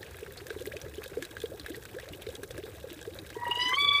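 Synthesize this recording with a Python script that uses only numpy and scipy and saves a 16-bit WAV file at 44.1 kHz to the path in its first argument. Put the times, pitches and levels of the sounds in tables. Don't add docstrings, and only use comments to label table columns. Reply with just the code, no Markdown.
import sys
import numpy as np
from scipy import signal
from scipy.io import wavfile
from scipy.ndimage import uniform_filter1d

SR = 44100
rng = np.random.default_rng(int(sys.argv[2]) if len(sys.argv) > 2 else 0)


def dump(signal):
    limited = np.clip(np.atleast_2d(signal).T, -1, 1)
    pcm = np.round(limited * 32767).astype(np.int16)
    wavfile.write(sys.argv[1], SR, pcm)


N = 176400

START_SHARE = 0.96


def gain_of(db):
    return 10 ** (np.asarray(db) / 20)


def evened(x):
    return x / np.sqrt(np.mean(x ** 2) + 1e-20)


def add(mix, start_s, sound):
    part = mix[max(round(start_s * SR), 0):][:len(sound)]
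    part += sound[:len(part)]


def resonate(x, hz, width_hz):
    turn = np.exp(2j * np.pi * np.cumsum(hz * np.ones(len(x))) / SR)
    r = np.exp(-np.pi * width_hz / SR)
    smoothed = signal.lfilter([1 - r], [1, -r], x / turn + 1e-18)
    return 2 * (turn * smoothed).real


def drift(n, span_s):
    k = max(int(span_s * SR), 2)
    return evened(uniform_filter1d(uniform_filter1d(rng.standard_normal(n), k), k))


def read_spectrum(points, hz):
    point_hz, level_db = np.transpose(points)
    return np.interp(np.log(hz + 1), np.log(point_hz), level_db)


def scatter(per_s, spread_db):
    u = rng.random((int(per_s * N / SR), 5))
    extra_db = -spread_db * np.log(1 - .98 * u[:, 1])
    return u[:, 0] * N / SR, extra_db, u[:, 2:]


def bubble(db, hz, t60, octaves_per_s, rise_s):
    t = np.arange(0, t60 * 0.53 + 0.005, 1 / SR)
    pitch_hz = np.minimum(START_SHARE * hz * 2 ** (octaves_per_s * t), SR / 3)
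    fade_out = np.minimum(4 * (1 - t / t[-1]), 1)
    shape = (1 - np.exp(-t / rise_s)) * fade_out
    return shape * gain_of(db + 5 - 60 * t / t60) * np.sin(2 * np.pi * np.cumsum(pitch_hz) / SR)


def fizz(db, hz, t60, octaves_per_s):
    t = np.arange(900) / SR
    rough = uniform_filter1d(rng.standard_normal(900), size=30) * 5
    pitch_hz = hz * 2 ** (octaves_per_s * t)
    return gain_of(db - 60 * t / t60) * (.5 + rough) * np.sin(2 * np.pi * np.cumsum(pitch_hz) / SR)


def burst(db, t60):
    t = np.arange(2000) / SR
    return gain_of(db - 60 * t / t60) * rng.standard_normal(2000)


def hollow(x):
    # (pitch_hz [Hz], width_hz [Hz], relative level_db [dB])
    basin_modes = [(1629, 340, 0), (2560, 210, -9.5), (3440, 1300, -2.5), (3780, 260, -5.5),
                   (8050, 520, -10.5)]
    out = 0
    for hz, width_hz, db in basin_modes:
        ring = resonate(resonate(x, hz, 0.5 * width_hz), hz, 0.5 * width_hz)
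        out += gain_of(db) * ring * np.sqrt(2000 / width_hz)
    return out


def air():
    # (pitch_hz [Hz], relative level_db [dB])
    hiss_curve = [(15, -32), (25, -64), (76, 9.5), (242, -9.5), (463, 3), (641, -11.5), (988, -17),
                  (1560, -18), (2840, -31), (3920, -23), (4740, -25.5), (14400, -27), (16000, -10)]
    # (pitch_hz [Hz], width_hz [Hz], rms level_db [dB])
    rumble_bands = [(74.8, 11.7, -57.5), (112.1, 7.5, -62.5)]
    hiss_db, patch_db = -47.5, 2.0
    frames, hz = N // 256 + 5, np.fft.rfftfreq(1024, 1 / SR)
    real, imaginary, patches = rng.standard_normal((frames, 513, 3)).T
    patches = evened(uniform_filter1d(uniform_filter1d(patches, 20, 0), 8, 1))
    level_db = read_spectrum(hiss_curve, hz)[:, None] + patch_db * patches
    spectrum = (real + 1j * imaginary) * gain_of(level_db)
    hiss = signal.istft(spectrum, nperseg=1024, noverlap=768)[1][:N]
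    out = gain_of(hiss_db) * evened(hiss)
    for band_hz, width_hz, db in rumble_bands:
        out += gain_of(db) * evened(resonate(rng.standard_normal(N), band_hz, width_hz))
    return out


def plips():
    # (start_s [s], level_db [dB], pitch_hz [Hz], treble spit_db [dB re level])
    drops = [(0.0295, -39, 1755, -9), (0.4675, -43.5, 1660, 4), (0.504, -34.5, 1570, -14),
             (0.6563, -42.5, 1960, 0), (0.7206, -40, 1950, -30), (0.7672, -39, 2500, -4),
             (0.815, -39, 5770, -8), (0.982, -47, 3018, -17), (1.0492, -42, 1580, -24),
             (1.0594, -41.5, 3480, -16), (1.2247, -35.5, 1680, -0.5), (1.2508, -41.5, 3860, 4),
             (1.3677, -35, 1560, -30), (1.4173, -39.5, 3440, -2.5), (1.4574, -41, 3190, -10),
             (1.5972, -41, 4020, -0.5), (1.6619, -32.5, 1640, -11.5), (1.6963, -48, 1640, 6),
             (1.7453, -38, 1850, -32), (1.8253, -51, 1530, 6), (1.853, -43, 1474, 2),
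             (1.9855, -38, 1666, -36), (1.9987, -39.5, 1890, -7.5), (2.0883, -46.5, 3980, 1),
             (2.2874, -48, 3640, -26), (2.3534, -43, 3320, -22), (2.4332, -40, 1600, 5),
             (2.5077, -43.5, 3430, -1), (2.5793, -41.5, 1630, 1), (2.6367, -44.5, 3500, -26),
             (3.1526, -49, 1520, -16), (3.1882, -38, 3870, -15), (3.302, -39, 1617, -5),
             (3.693, -36, 1610, 0), (3.728, -35.5, 1540, -25)]
    blip_db, rise_s, glide = 1, 0.00063, 7.9
    knock_db, knock_t60, tick_db = 1, 0.049, 7.5
    small_per_s, small_db, small_hz = 260, -59, 1714
    spits_per_s, spit_base_db, spit_t60, ring_db = 200, -54, 0.022, -55
    airy_db = 1
    out, knock = np.zeros(N), np.zeros(N)
    tick, spit, spray = np.zeros((3, N))
    for s, db, hz, spit_db in drops:
        bubble_hz = hz / START_SHARE
        add(out, s, bubble(db + blip_db, bubble_hz, 0.0079 * 2000 / hz + 0.016, glide, rise_s))
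        add(out, s, fizz(db - 4.5, hz, 0.046, 29.7))
        add(knock, s, burst(db + knock_db, knock_t60))
        add(tick, s, burst(db + tick_db + .2 * spit_db, 0.012))
        add(spit, s, burst(db + spit_db + 3.0, spit_t60))
        add(spray, s, burst(db + spit_db - 3.5, spit_t60))
    add(out, 0.716, bubble(-35.5, 1458, t60=0.047, octaves_per_s=85, rise_s=0.0027))
    for s, db, (a, b, c) in zip(*scatter(small_per_s, 5.3)):
        low = c < .2
        hz = small_hz * 2 ** (1.5 * a ** 2 - .2 - low)
        add(out, s, fizz(small_db + db - 8 * low, hz, .012 + 0.051 * b, 70 * c ** 2))
    for s, db, (a, b, c) in zip(*scatter(spits_per_s, 5.62)):
        add(spit, s, burst(spit_base_db + db - 18 * b, spit_t60 * (0.33 + 1.18 * a)))
        add(spray, s, burst(spit_base_db + db - 18 * (1 - b), spit_t60 * (0.67 + 0.51 * a)))
        add(knock, s, burst(ring_db + db + 8 * c, 0.014 + 0.0075 * a))
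    out += hollow(knock)
    layers = [(tick, (1400, 4800)), (spit, (4500, 9000)), (spray * gain_of(airy_db), (9000, 17000))]
    for noise, band_hz in layers:
        out += signal.sosfilt(signal.butter(2, band_hz, "band", fs=SR, output="sos"), noise)
    return out


def glugs():
    # (start_s [s], level_db [dB], nominal pitch_hz [Hz], t60_s [s])
    large_bubbles = [(0.226, -31.5, 425, 0.05), (0.505, -31, 408, 0.067), (0.562, -28.5, 390, 0.041),
                     (0.613, -31, 474, 0.048), (0.671, -27, 384, 0.052), (0.736, -33.5, 543, 0.061),
                     (0.757, -34.5, 384, 0.078), (0.838, -39, 520, 0.065), (0.86, -34.5, 397, 0.061),
                     (0.98, -31.5, 380, 0.079), (1.06, -32.5, 497, 0.039), (1.117, -34, 376, 0.039),
                     (1.171, -22.5, 433, 0.057), (1.222, -38, 360, 0.051), (1.438, -21, 431, 0.042),
                     (1.518, -29.5, 519, 0.032), (1.539, -35.5, 373, 0.053), (1.684, -41.5, 425, 0.13),
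                     (1.702, -33.5, 299.4, 0.095), (1.772, -35.5, 425, 0.053), (1.943, -37.5, 356, 0.079),
                     (1.964, -35, 462, 0.093), (2.031, -36, 486, 0.038), (2.268, -29, 402, 0.045),
                     (2.287, -29, 490, 0.04), (2.393, -34, 470, 0.029), (2.431, -31.5, 390, 0.045),
                     (2.506, -31.5, 474, 0.04), (2.577, -38, 544, 0.07), (2.584, -31, 347, 0.066),
                     (2.635, -35, 395, 0.081), (2.679, -36, 414, 0.043), (2.841, -29.5, 492, 0.038),
                     (2.868, -36.5, 430, 0.056), (3.074, -28, 413, 0.06), (3.155, -37.5, 542, 0.036),
                     (3.365, -26.5, 419, 0.042), (3.464, -35, 512, 0.051), (3.492, -30.5, 376, 0.045),
                     (3.573, -30, 440, 0.023), (3.657, -42, 264, 0.17), (3.73, -33, 475, 0.039),
                     (3.823, -38, 386, 0.06)]
    glide, rise_s = 17.16, 0.0026
    small_per_s, small_db, small_hz = 36, -49.5, 394.3
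    out = np.zeros(N)
    for s, db, hz, t60 in large_bubbles:
        add(out, s, bubble(db, hz, t60, glide, rise_s))
    for s, db, (a, b, c) in zip(*scatter(small_per_s, 2.6)):
        level_db = small_db + db - 9 * a ** 3
        hz = small_hz * 2 ** (1.6 * a ** 1.486 - .4)
        add(out, s, bubble(level_db, hz, 0.06 + 0.13 * b * (1 - a), 30 * c - 4, rise_s))
    return out


def swan():
    # (start_s [s], then levels [dB] h1_db, h2_db, h3_db, upper_db for harmonics 4-10)
    call = [(3.35, -47, -56, -74, -84), (3.405, -47, -49, -65, -86), (3.435, -33, -51, -73, -80),
            (3.455, -48, -35, -48, -68), (3.469, -31, -44, -50, -66), (3.501, -41, -52, -51, -69),
            (3.515, -31.5, -50, -29.5, -52), (3.54, -42.5, -47, -47.5, -75), (3.565, -37, -56, -34, -53),
            (3.59, -37, -37.5, -40, -60), (3.618, -40.5, -37.5, -26, -38.5), (3.64, -37, -40, -34.5, -50.5),
            (3.675, -36, -33.5, -31.5, -45.5), (3.705, -36.5, -36.5, -35.5, -52),
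            (3.72, -34, -34, -58, -56), (3.732, -33.5, -27, -36, -57), (3.745, -43, -31, -27.5, -57),
            (3.76, -41.5, -53, -37, -47.5), (3.772, -27.5, -42, -53, -48), (3.786, -34.5, -24, -36.5, -51),
            (3.817, -36, -33, -26.5, -32.5), (3.83, -35.5, -32, -33, -46), (3.848, -31, -30.5, -24.5, -43),
            (3.87, -32.5, -30.5, -37, -44), (3.887, -31, -28.5, -16.5, -44), (3.905, -33, -30.5, -37, -49),
            (3.921, -30, -31, -20.5, -56), (3.939, -33, -35, -32.5, -39.5), (3.952, -33, -26.5, -27, -45),
            (3.98, -34, -35, -32, -44), (3.995, -36.5, -24, -29.5, -45)]
    # (start_s [s], pitch_hz [Hz])
    pitch_curve = [(3.34, 960), (3.54, 957), (3.6, 980), (3.71, 1006), (3.735, 1033), (3.758, 1050),
                   (3.768, 1118), (3.79, 1140), (3.82, 1147), (3.97, 1144), (4, 1158)]
    # (pitch_hz [Hz], relative level_db [dB])
    throat = [(3900, 0), (4600, 0), (4790, -9), (4930, 3), (5700, -25), (5950, -7), (6400, 0), (6900, -24),
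              (9000, -20), (11500, -28)]
    # (start_s [s], rasp_db [dB re tone], flutter_db [dB])
    hoarseness = [(3.34, -11, 2.2), (3.56, -13, 2.2), (3.63, -14, 1.2), (3.7, -17, 1.2), (3.75, -10, 1.5),
                  (3.79, -25, 1.7), (4, -26, 1.7)]
    wobble = .003
    patchy = 2.36
    flip_s, flip_length_s, flip_hz, flip_db = 3.714, 0.032, 1144, -28.5
    s, *levels = np.transpose(call)
    t = np.arange(s[0], N / SR, 1 / SR)
    pitch_hz = uniform_filter1d(np.interp(t, *np.transpose(pitch_curve)), size=150)
    pitch_hz = pitch_hz * (1 + wobble * drift(len(t), 0.0066))
    at, *hoarse = np.transpose(hoarseness)
    rasp_db, flutter_db = (np.interp(t, at, v) for v in hoarse)
    tone_db = [np.interp(t, s, v) for v in levels]
    tone_db = tone_db[:3] + [tone_db[3] + read_spectrum(throat, k * pitch_hz) for k in range(4, 11)]
    phase = 2 * np.pi * np.cumsum(pitch_hz) / SR
    throb = drift(len(t), 0.0046)
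    voice = 0
    for k, level_db in enumerate(tone_db, 1):
        rasp = resonate(rng.standard_normal(len(t)), k * pitch_hz, 240)
        rasp = evened(resonate(rasp, k * pitch_hz, 410))
        weight = patchy if k > 4 else min(0.3 + 0.51 * k, 1.6)
        motion = np.minimum(0.74 * throb + 1.42 * drift(len(t), 0.0071), 1.3)
        flutter = flutter_db * weight * motion
        tone = np.sqrt(2) * np.sin(k * phase + k * k)
        voice += gain_of(level_db + flutter) * (tone + gain_of(rasp_db + 2.1 * k) * rasp)
    out = np.zeros(N)
    u = np.arange(0, flip_length_s, 1 / SR)
    swell = np.sin(np.pi * u / flip_length_s)
    add(out, flip_s, gain_of(flip_db) * swell * np.sin(2 * np.pi * flip_hz * u))
    add(out, s[0], voice * np.minimum((t - s[0]) / 0.0065, 1))
    return out


def scene():
    return (air() + plips() + glugs() + swan())[None]


def record(dry):
    edge_hz = 15250
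    dry = signal.sosfilt(signal.butter(2, 32, "high", fs=SR, output="sos"), dry)
    high_cut = signal.firwin(601, edge_hz, window=("kaiser", 4), fs=SR)
    return signal.oaconvolve(dry, high_cut[None], "same")


dry = scene()
out = record(dry)
dump(out)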